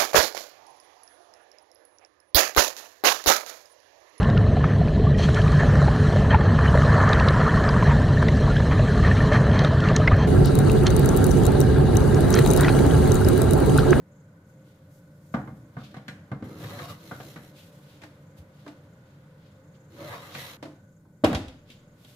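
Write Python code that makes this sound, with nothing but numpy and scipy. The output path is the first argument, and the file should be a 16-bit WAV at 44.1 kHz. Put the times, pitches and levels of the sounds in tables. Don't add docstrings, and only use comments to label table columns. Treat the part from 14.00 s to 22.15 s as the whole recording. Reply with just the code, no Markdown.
import sys
import numpy as np
from scipy import signal
from scipy.fft import rfft, irfft, next_fast_len
from scipy.io import wavfile

SR = 44100
rng = np.random.default_rng(int(sys.argv[2]) if len(sys.argv) > 2 else 0)


def output_pcm(signal):
    pcm = np.clip(np.atleast_2d(signal).T, -1, 1) * 32767
    wavfile.write(sys.argv[1], SR, np.round(pcm).astype(np.int16))


N = 359591
TIME = np.arange(N) / SR

# lower_edge_hz, upper_edge_hz
REGISTERS = [(25, 400), (400, 2150), (2150, 6000), (6000, 17000)]
MIC_GAP_M, SOUND_M_PER_S = 0.11, 343
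DIRECT_SHARE = 0.067
BASS_MONO_HZ = 213


def amp(db):
    return 10 ** (np.asarray(db) / 20)


def evened(x):
    return x / np.sqrt(np.mean(x ** 2) + 1e-30)


def add(mix, start_s, sound):
    part = mix[:, round(start_s * SR):][:, :sound.shape[-1]]
    part += sound[..., :part.shape[-1]]


def colour(hz, spectrum, peaks=()):
    f, db = np.transpose(spectrum)
    broad_db = np.interp(np.log(hz + 1), np.log(f + 1), db)
    humps_db = sum(height / (1 + (2 * (hz - centre) / width) ** 2) for centre, width, height in peaks)
    return amp(broad_db + humps_db)


def ragged(hz, depth_db, spacing_hz):
    heights_db = depth_db * np.clip(rng.standard_normal(2048), -2, 2)
    return amp(np.interp(hz / spacing_hz, np.arange(len(heights_db)), heights_db))


def register(hz, index):
    low, high = REGISTERS[index]
    return 1 / np.sqrt((1 + (low / (hz + 1)) ** 8) * (1 + (hz / high) ** 8))


def noise(gain):
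    hz = np.linspace(0, SR / 2, len(gain))
    diffuse = np.sinc(2 * hz * MIC_GAP_M / SOUND_M_PER_S)
    treble = hz ** 2 / (hz ** 2 + BASS_MONO_HZ ** 2)
    apart = (1 - DIRECT_SHARE) * (1 - diffuse) * treble
    a, b, c, d = rng.standard_normal((4, len(gain)))
    mid = (a + 1j * b) * np.sqrt(2 - apart)
    side = (c + 1j * d) * np.sqrt(apart)
    return evened(irfft(np.array([mid + side, mid - side]) * gain))


def wander(rate):
    hz = np.fft.rfftfreq(4096, N / 4096 / SR)
    slow = irfft(rfft(rng.standard_normal(4096)) / (1 + (hz / rate) ** 4))
    return np.interp(TIME, np.linspace(0, N / SR, len(slow)), evened(slow))


def curve(rows, index):
    rows = np.array(rows)
    return np.interp(TIME, rows[:, 0], rows[:, index])


def swell(peak_s, length_s):
    t = (TIME - peak_s) / length_s
    rise, fall = 0.48, 0.76
    return np.exp(-np.minimum(np.where(t < 0, (t / rise) ** 2, t / fall), 20))


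def long_bins():
    return np.linspace(0, SR / 2, next_fast_len(N // 2 + 1) + 1)


def fan(air_db=-55, waver_hz=1.98, throb_db=3.0):
    # pitch_hz, level_db
    lines = [(96.9, -61.5), (123.8, -68.5), (145.3, -60), (166.9, -62.5), (199.2, -65), (290.7, -67.5),
             (527.6, -66)]
    # frequency_hz, level_db_per_hz
    air_tone = [(25, -17), (55, -20), (82, -6), (150, 1.5), (227, -8), (297, -15.5), (400, -18.5),
                (523, -15.5), (700, -26.5), (1000, -28), (1900, -32.5), (2700, -41.5), (8000, -43),
                (15500, -44)]
    # centre_hz, width_hz, height_db
    cavity = [(304.5, 23, 8), (587.3, 13, 11.5), (1030, 110, 2), (1480, 100, 7.5), (2110, 270, 2.5)]
    # time_s, level_db
    rush_push = [(0, 7), (1.2, 6), (2.2, 10), (3.6, 10), (6.6, 7), (7.05, 1.5), (7.8, 7)]
    hz = long_bins()
    hum = np.zeros(N)
    for pitch_hz, level_db in lines:
        level = amp(level_db + throb_db * wander(9.7))
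        phase = 2 * np.pi * np.cumsum(pitch_hz + waver_hz * wander(9.4)) / SR
        hum += level * np.sin(phase)
    air = noise(colour(hz, air_tone, cavity))
    middle = 1 / (1 + (450 / (hz + 1)) ** 4) / (1 + (hz / 4500) ** 4)
    rush = irfft(rfft(air) * middle)[:, :N]
    air = air[:, :N] + rush * (amp(curve(rush_push, 1)) - 1.5)
    hum_db = 1.5 - 17 * np.maximum(TIME - 6.66, 0)
    return amp(hum_db) * hum + amp(air_db) * air


def swish(turns_hz=24.1, depth=0.52, drift_per_s=6):
    # centre_hz, width_hz, level_db, drift_db
    resonances = [(1490, 107, -77, 3.5), (2120, 75, -87.5, 3.5), (6830, 1500, -82.5, 4.5)]
    hz = long_bins()
    turn = np.exp(depth * np.cos(2 * np.pi * turns_hz * TIME))
    bands = np.zeros((2, N))
    for centre, width, level_db, drift_db in resonances:
        level = amp(level_db + drift_db * np.clip(wander(drift_per_s), -2, 2))
        bands += level * noise(1 / (1 + (2 * (hz - centre) / width) ** 4))[:, :N]
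    return evened(turn) * bands


def mitts(flutter_db=1.5, stir_db=0.5):
    # peak_s, length_s, level_db, extra_hiss_db
    rustles = [(0.495, 0.077, -84, 10), (0.713, 0.15, -71.5, -1), (0.95, 0.11, -80, 13),
               (1.34, 0.5, -83, 13.5), (1.85, .13, -55.5, -11.5), (3.588, 0.074, -55.5, -4.5),
               (3.694, 0.32, -67, 2), (3.928, 0.21, -63, -6), (4.386, 0.037, -62.5, 0),
               (4.632, 0.24, -67, -7), (5.147, 0.36, -72.5, -22), (5.465, 0.14, -67.5, -17),
               (5.754, 0.024, -65.5, -19), (7.718, 0.081, -57, -11), (8.14, 0.28, -61.5, -1)]
    # frequency_hz, level_db_per_hz
    cloth = [(2000, 0.5), (3500, 2), (6000, -6.5), (9000, -11), (13000, -8), (15500, -12.5)]
    hz = long_bins()
    rasp, hiss = (noise(colour(hz, cloth) * register(hz, k))[:, :N] for k in (2, 3))
    handling = (TIME > 0.5) & (TIME < 6.6)
    stir = amp(-83 + stir_db * wander(2)) * handling
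    rasp_power, hiss_power = stir ** 2, stir ** 2
    for peak_s, length_s, level_db, extra_hiss_db in rustles:
        power = (amp(level_db) * swell(peak_s, length_s)) ** 2
        rasp_power = rasp_power + power
        hiss_power = hiss_power + power * amp(extra_hiss_db) ** 2
    brushed = rasp * np.sqrt(rasp_power) + hiss * np.sqrt(hiss_power)
    return amp(flutter_db * wander(40)) * brushed


def blows(rows, modes, ring, decay, modes_db, lowest_hz, tick_db, spot_db=5.0, spot_width=0.66):
    t, hz = np.arange(2 ** 15) / SR, np.fft.rfftfreq(2 ** 15, 1 / SR)
    out = np.zeros((2, N))
    panel = ragged(hz, depth_db=2.5, spacing_hz=21.9)
    for k, (rise, t60, dense_db, room_db, room_t60) in enumerate(decay):
        low, high = REGISTERS[k]
        clear = np.zeros((2, len(t)))
        for f, db, life in modes:
            if low <= f < high:
                lag = np.array([[-.5], [.5]]) * rng.uniform(-1, 1) * MIC_GAP_M / SOUND_M_PER_S
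                lag *= f / np.hypot(f, BASS_MONO_HZ)
                envelope = amp(db - 60 * t / life) * (1 - np.exp(-3 * f * t))
                clear += envelope * np.sin(2 * np.pi * f * (t + lag))
        near = amp(dense_db) * np.exp(-np.log(1000) * t / t60) * (1 - np.exp(-t / rise))
        room = amp(room_db) * np.exp(-np.log(1000) * t / room_t60) * (1 - np.exp(-t / 0.0093))
        edges, fade = panel * register(hz, k), np.hypot(near, room)
        for start_s, strength_db, weight_db, hardness_db, spot_hz in rows:
            hard_db = strength_db + hardness_db
            levels_db = (strength_db + weight_db, strength_db, hard_db, hard_db + tick_db)
            struck_spot = [(spot_hz, spot_width * spot_hz, spot_db)]
            dense = noise(edges * colour(hz, ring, struck_spot))
            add(out, start_s, amp(levels_db[k]) * (amp(modes_db) * clear + fade * dense))
    thin = signal.butter(2, lowest_hz, "highpass", fs=SR, output="sos")
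    return signal.sosfilt(thin, out)


def tray_knocks():
    # start_s, strength_db, extra_thump_db, extra_clink_db, favoured_spot_hz
    knocks = [(1.340, -26.5, 0.5, -22.5, 1050), (1.3435, -27, 9.5, -23, 970), (1.474, -41, 9.5, -24, 1050),
              (1.767, -37, 10, -27, 1220), (1.942, -43, 1, -9, 2000), (1.966, -42, 8, -12.5, 830),
              (2.081, -41, 9.5, 1.5, 1620), (2.316, -34, 11, -21, 970), (2.424, -42, 15.5, -16, 503),
              (2.639, -43, 2, -4.5, 1210), (2.789, -41, -12, -2.5, 1550), (3.112, -33.5, 3.5, -17.5, 1400),
              (3.201, -39.5, 4.5, -12.5, 595), (3.360, -40.5, 7, -9.5, 1980), (6.349, -38.5, 5, -1, 139)]
    # pitch_hz, level_db, t60_s
    modes = [(68, -14, 0.75), (117, -7, 0.45), (135.8, 2, 0.28), (201.6, -5, 0.34), (239.4, -1.5, 0.16),
             (292, -11.5, 0.21), (477, -1, 0.18), (538, -3.5, 0.2), (723, -14, 0.15), (760, -13, 0.092),
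             (816, -23, 0.47), (942, -8, 0.19), (1082, -2.5, 0.12), (1180, -0.5, 0.13), (1505, -6.5, .12),
             (2120, -11, 0.2), (3360, -2, .12), (4120, -3, .16)]
    # frequency_hz, level_db_per_hz
    ring = [(29, -50), (50, -36), (124, 3.5), (256, -3.5), (394, -15.5), (525, -15.5), (637, -14),
            (735, -10), (870, -21), (1190, -22.5), (1340, -15.5), (1970, -22), (2690, -29.5), (13400, -57),
            (15500, -54)]
    # rise_s, t60_s, level_db, room_level_db, room_t60_s
    decay = [(0.0019, 0.082, -0.5, -16.5, 0.87), (0.00066, 0.077, -0.5, -9.5, 0.39),
             (0.0011, 0.1, 4.5, -8.5, 0.46), (.001, 0.055, 6.5, -4, 0.33)]
    return blows(knocks, modes, ring, decay, modes_db=-7.0, lowest_hz=99, tick_db=-13,
                 spot_db=8, spot_width=0.4)


def friction(stroke, rumble_db, fall_db_per_s, hiss_db):
    start, end = stroke[0][0], stroke[-1][0]
    effort, bite = curve(stroke, 1), curve(stroke, 2)
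    rumble = rumble_db - fall_db_per_s * np.clip(TIME - start, 0, end - start)
    levels_db = [effort + rumble, effort + bite, effort, effort + hiss_db]
    return amp(levels_db) * ((TIME >= start) & (TIME < end))


def scrape(slips_per_s=600, spread_db=2.0, judder_db=1.0, smooth=1.0, contacts=3):
    # time_s, effort_db, edge_bite_db
    push = [(2.44, -63.5, 9), (2.55, -65, 7.5), (2.61, -55.5, 4.5), (2.74, -53.5, 7.5), (2.85, -52, 7),
            (2.875, -60.5, 7), (2.9, -50.5, 1), (2.96, -62, 3)]
    ease = [(2.96, -65.5, 7), (3.07, -61, -2), (3.25, -59.5, -9), (3.32, -59, -2), (3.45, -64, -1),
            (3.52, -71, -10)]
    home = [(5.9, -72.5, -4), (6.0, -56.5, 8), (6.07, -52, 5.5), (6.135, -50.5, 12.5), (6.19, -55, 7.5),
            (6.24, -54.5, 5.5), (6.31, -53, 4), (6.41, -45.5, -4), (6.47, -49.5, -2), (6.568, -55.5, 1.5)]
    # frequency_hz, level_db_per_hz
    slide_tone = [(60, -30), (100, 2), (160, 0.5), (260, -9.5), (380, -9), (560, -7), (700, -9.5),
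                  (1100, -10.5), (2200, -15), (3200, -14), (4400, -18.5), (5600, -26.5), (8200, -36.5),
                  (12500, -31), (15500, -35)]
    # centre_hz, width_hz, height_db
    slide_peaks = [(298, 47, 5), (566.4, 13, 8.5), (969, 31, 6.5), (1250, 35, 8.5), (1605, 72, 8),
                   (2074, 140, 7), (3122, 98, 2.5), (3800, 220, 2), (3940, 170, 2.5), (7020, 170, 6.5)]
    drive = friction(push, rumble_db=21.1, fall_db_per_s=30, hiss_db=0)
    drive = drive + friction(ease, rumble_db=7.7, fall_db_per_s=0, hiss_db=1.8)
    drive = drive + friction(home, rumble_db=15, fall_db_per_s=47, hiss_db=-2.4)

    hz = np.fft.rfftfreq(2 ** 16, 1 / SR)
    slip_sizes = amp(spread_db * np.minimum(rng.exponential(1, N), 4))
    slips = slip_sizes * (rng.random(N) < slips_per_s / SR)
    judder = amp(judder_db * wander(6.3))
    power = (evened(slips) ** 2 + smooth) / (1 + smooth) * judder ** 2
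    loads = np.array([amp(9 * wander(9)) for _ in range(contacts)])
    loads /= np.linalg.norm(loads, axis=0)
    tone = colour(hz, slide_tone, slide_peaks)
    tones = [tone * ragged(hz, depth_db=5.5, spacing_hz=40.46) for _ in range(contacts)]
    trims_db, ring_t60_s = (1, 1, 1.5, 1.5), (.12, .05, .02, .008)
    out = np.zeros((2, N))
    for k, (trim_db, t60) in enumerate(zip(trims_db, ring_t60_s)):
        keep = np.exp(-2 * np.log(1000) / (t60 * SR))
        energy = signal.lfilter([1 - keep], [1, -keep], power * drive[k] ** 2 + 1e-20)
        ringing = np.zeros((2, N))
        for load, contact_tone in zip(loads, tones):
            loop = noise(contact_tone * register(hz, k))
            ringing += load * loop.take(np.arange(N), axis=1, mode="wrap")
        out += amp(trim_db) * np.sqrt(energy) * ringing
    return out


def catches():
    # peak_s, length_s, pitch_hz, width_hz, level_db
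    squeals = [(2.735, 0.053, 573, 110, -48), (2.812, 0.052, 1230, 150, -47),
               (2.907, 0.044, 1194, 190, -44), (2.91, 0.05, 2830, 130, -57), (2.782, 0.12, 4130, 200, -57),
               (6.013, 0.046, 576, 60, -43), (6.052, 0.031, 595, 60, -40.5), (6.15, 0.036, 1016, 70, -42),
               (6.39, 0.048, 1980, 300, -45), (6.45, 0.033, 970, 70, -49)]
    hz, out = np.fft.rfftfreq(2 ** 15, 1 / SR), np.zeros((2, N))
    for peak_s, length_s, pitch_hz, width_hz, level_db in squeals:
        ringing = noise(1 / (1 + (2 * (hz - pitch_hz) / width_hz) ** 2))
        ringing = ringing.take(np.arange(N), axis=1, mode="wrap")
        out += amp(level_db) * swell(peak_s, length_s) * ringing
    return out


def bumps():
    # start_s, level_db, pitch_hz, length_s
    thuds = [(3.765, -39, 151, 0.023), (4.381, -42.5, 82.5, 0.06), (6.568, -50, 290, 0.022),
             (7.342, -29, 72, 0.051), (7.438, -41.5, 67.5, 0.097)]
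    out = np.zeros((2, N))
    for start_s, level_db, pitch_hz, length_s in thuds:
        t = np.arange(0, length_s, 1 / SR)
        envelope = amp(level_db) * np.sin(np.pi * t / length_s) ** 2
        add(out, start_s, envelope * np.sin(2 * np.pi * pitch_hz * t))
    return out


def hinge_clunks():
    # start_s, strength_db, extra_thump_db, extra_clink_db, favoured_spot_hz
    clunks = [(4.017, -50, 8.5, -4, 2350), (4.034, -41.5, 0, -9.5, 1510), (4.663, -38.5, 7, -21, 1500),
              (4.677, -43, -7, -10.5, 800), (6.626, -33, 4, -14.5, 664), (6.652, -38, 3.5, -19.5, 308),
              (7.05, -55.5, -2, -32, 815)]
    # pitch_hz, level_db, t60_s
    modes = [(155, -3, 0.078), (296.7, -2.5, 0.28), (520, -17, 0.15), (661, -5, 0.23), (874, -10, 0.16),
             (1693, -42, 0.09)]
    # frequency_hz, level_db_per_hz
    ring = [(47, -35), (80, -13), (142, -17.5), (206, -31), (281, 6), (374, -9.5), (635, -8), (944, -14),
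            (1430, -18.5), (2720, -35.5), (3870, -36), (12400, -52), (15500, -54)]
    # rise_s, t60_s, level_db, room_level_db, room_t60_s
    decay = [(0.0041, 0.086, -5, -14, 0.39), (0.0061, 0.063, 4, -14.5, 0.48),
             (0.0011, 0.086, 7.5, -5.5, 0.45), (.001, 0.093, -0.5, -9.5, 0.41)]
    return blows(clunks, modes, ring, decay, modes_db=-5.0, lowest_hz=159, tick_db=-5.5)


def door_slam():
    # start_s, strength_db, extra_thump_db, extra_clink_db, favoured_spot_hz
    contacts = [(7.2382, -12.5, 6, -32, 302), (7.2417, -15, 3, -17, 565), (7.2447, -9, -1.5, -18, 700),
                (7.316, -32.5, 13.5, -19, 300), (7.329, -22.5, -13, -15.5, 1890),
                (7.3475, -23.5, 2, -7, 7100), (7.482, -63.5, -5, 14.5, 8400), (7.701, -59.5, 16, 10, 3050),
                (8.047, -53.5, 5, -1, 3630)]
    # pitch_hz, level_db, t60_s
    modes = [(31, -28.5, 2.3), (73, -29, .6), (102.5, -21, 0.75), (176, -21, 0.085), (240, 2.5, 0.1),
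             (286, 2, 0.04), (315, -17.5, 0.36), (470, -18, 0.14), (517, -8, 0.38), (569, 6.5, 0.037),
             (606, -20, 0.11), (667, -15, 0.067), (823, -15, 0.12), (1117, -7, 0.082), (3290, 1.5, 0.066),
             (3800, 2, 0.084)]
    # frequency_hz, level_db_per_hz
    ring = [(18, -43), (30, -35), (97, 5), (152, -7), (299, -7), (379, -18), (420, -13), (479, -13),
            (532, -10), (970, -19.5), (2990, -24.5), (3230, -23.5), (5590, -34), (13600, -42.5),
            (15500, -48)]
    # rise_s, t60_s, level_db, room_level_db, room_t60_s
    decay = [(0.0026, 0.052, -10, -16, 0.57), (0.0021, 0.095, -7.5, -18, 0.49),
             (0.00079, 0.082, 2, -12.5, 0.53), (0.0011, 0.025, 5.5, -10.5, 0.3)]
    return blows(contacts, modes, ring, decay, modes_db=-6.5, lowest_hz=73, tick_db=-6.5)


def scene():
    air = fan() + swish()
    tray = tray_knocks() + scrape() + catches()
    oven = bumps() + hinge_clunks() + door_slam()
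    return air + mitts() + tray + oven


def record(dry):
    capped = np.clip(dry, -1, 1)
    band_limit = signal.firwin(511, 15600, window=("kaiser", 9), fs=SR)
    return signal.oaconvolve(capped, band_limit[None], "same")


dry = scene()
out = record(dry)
output_pcm(out)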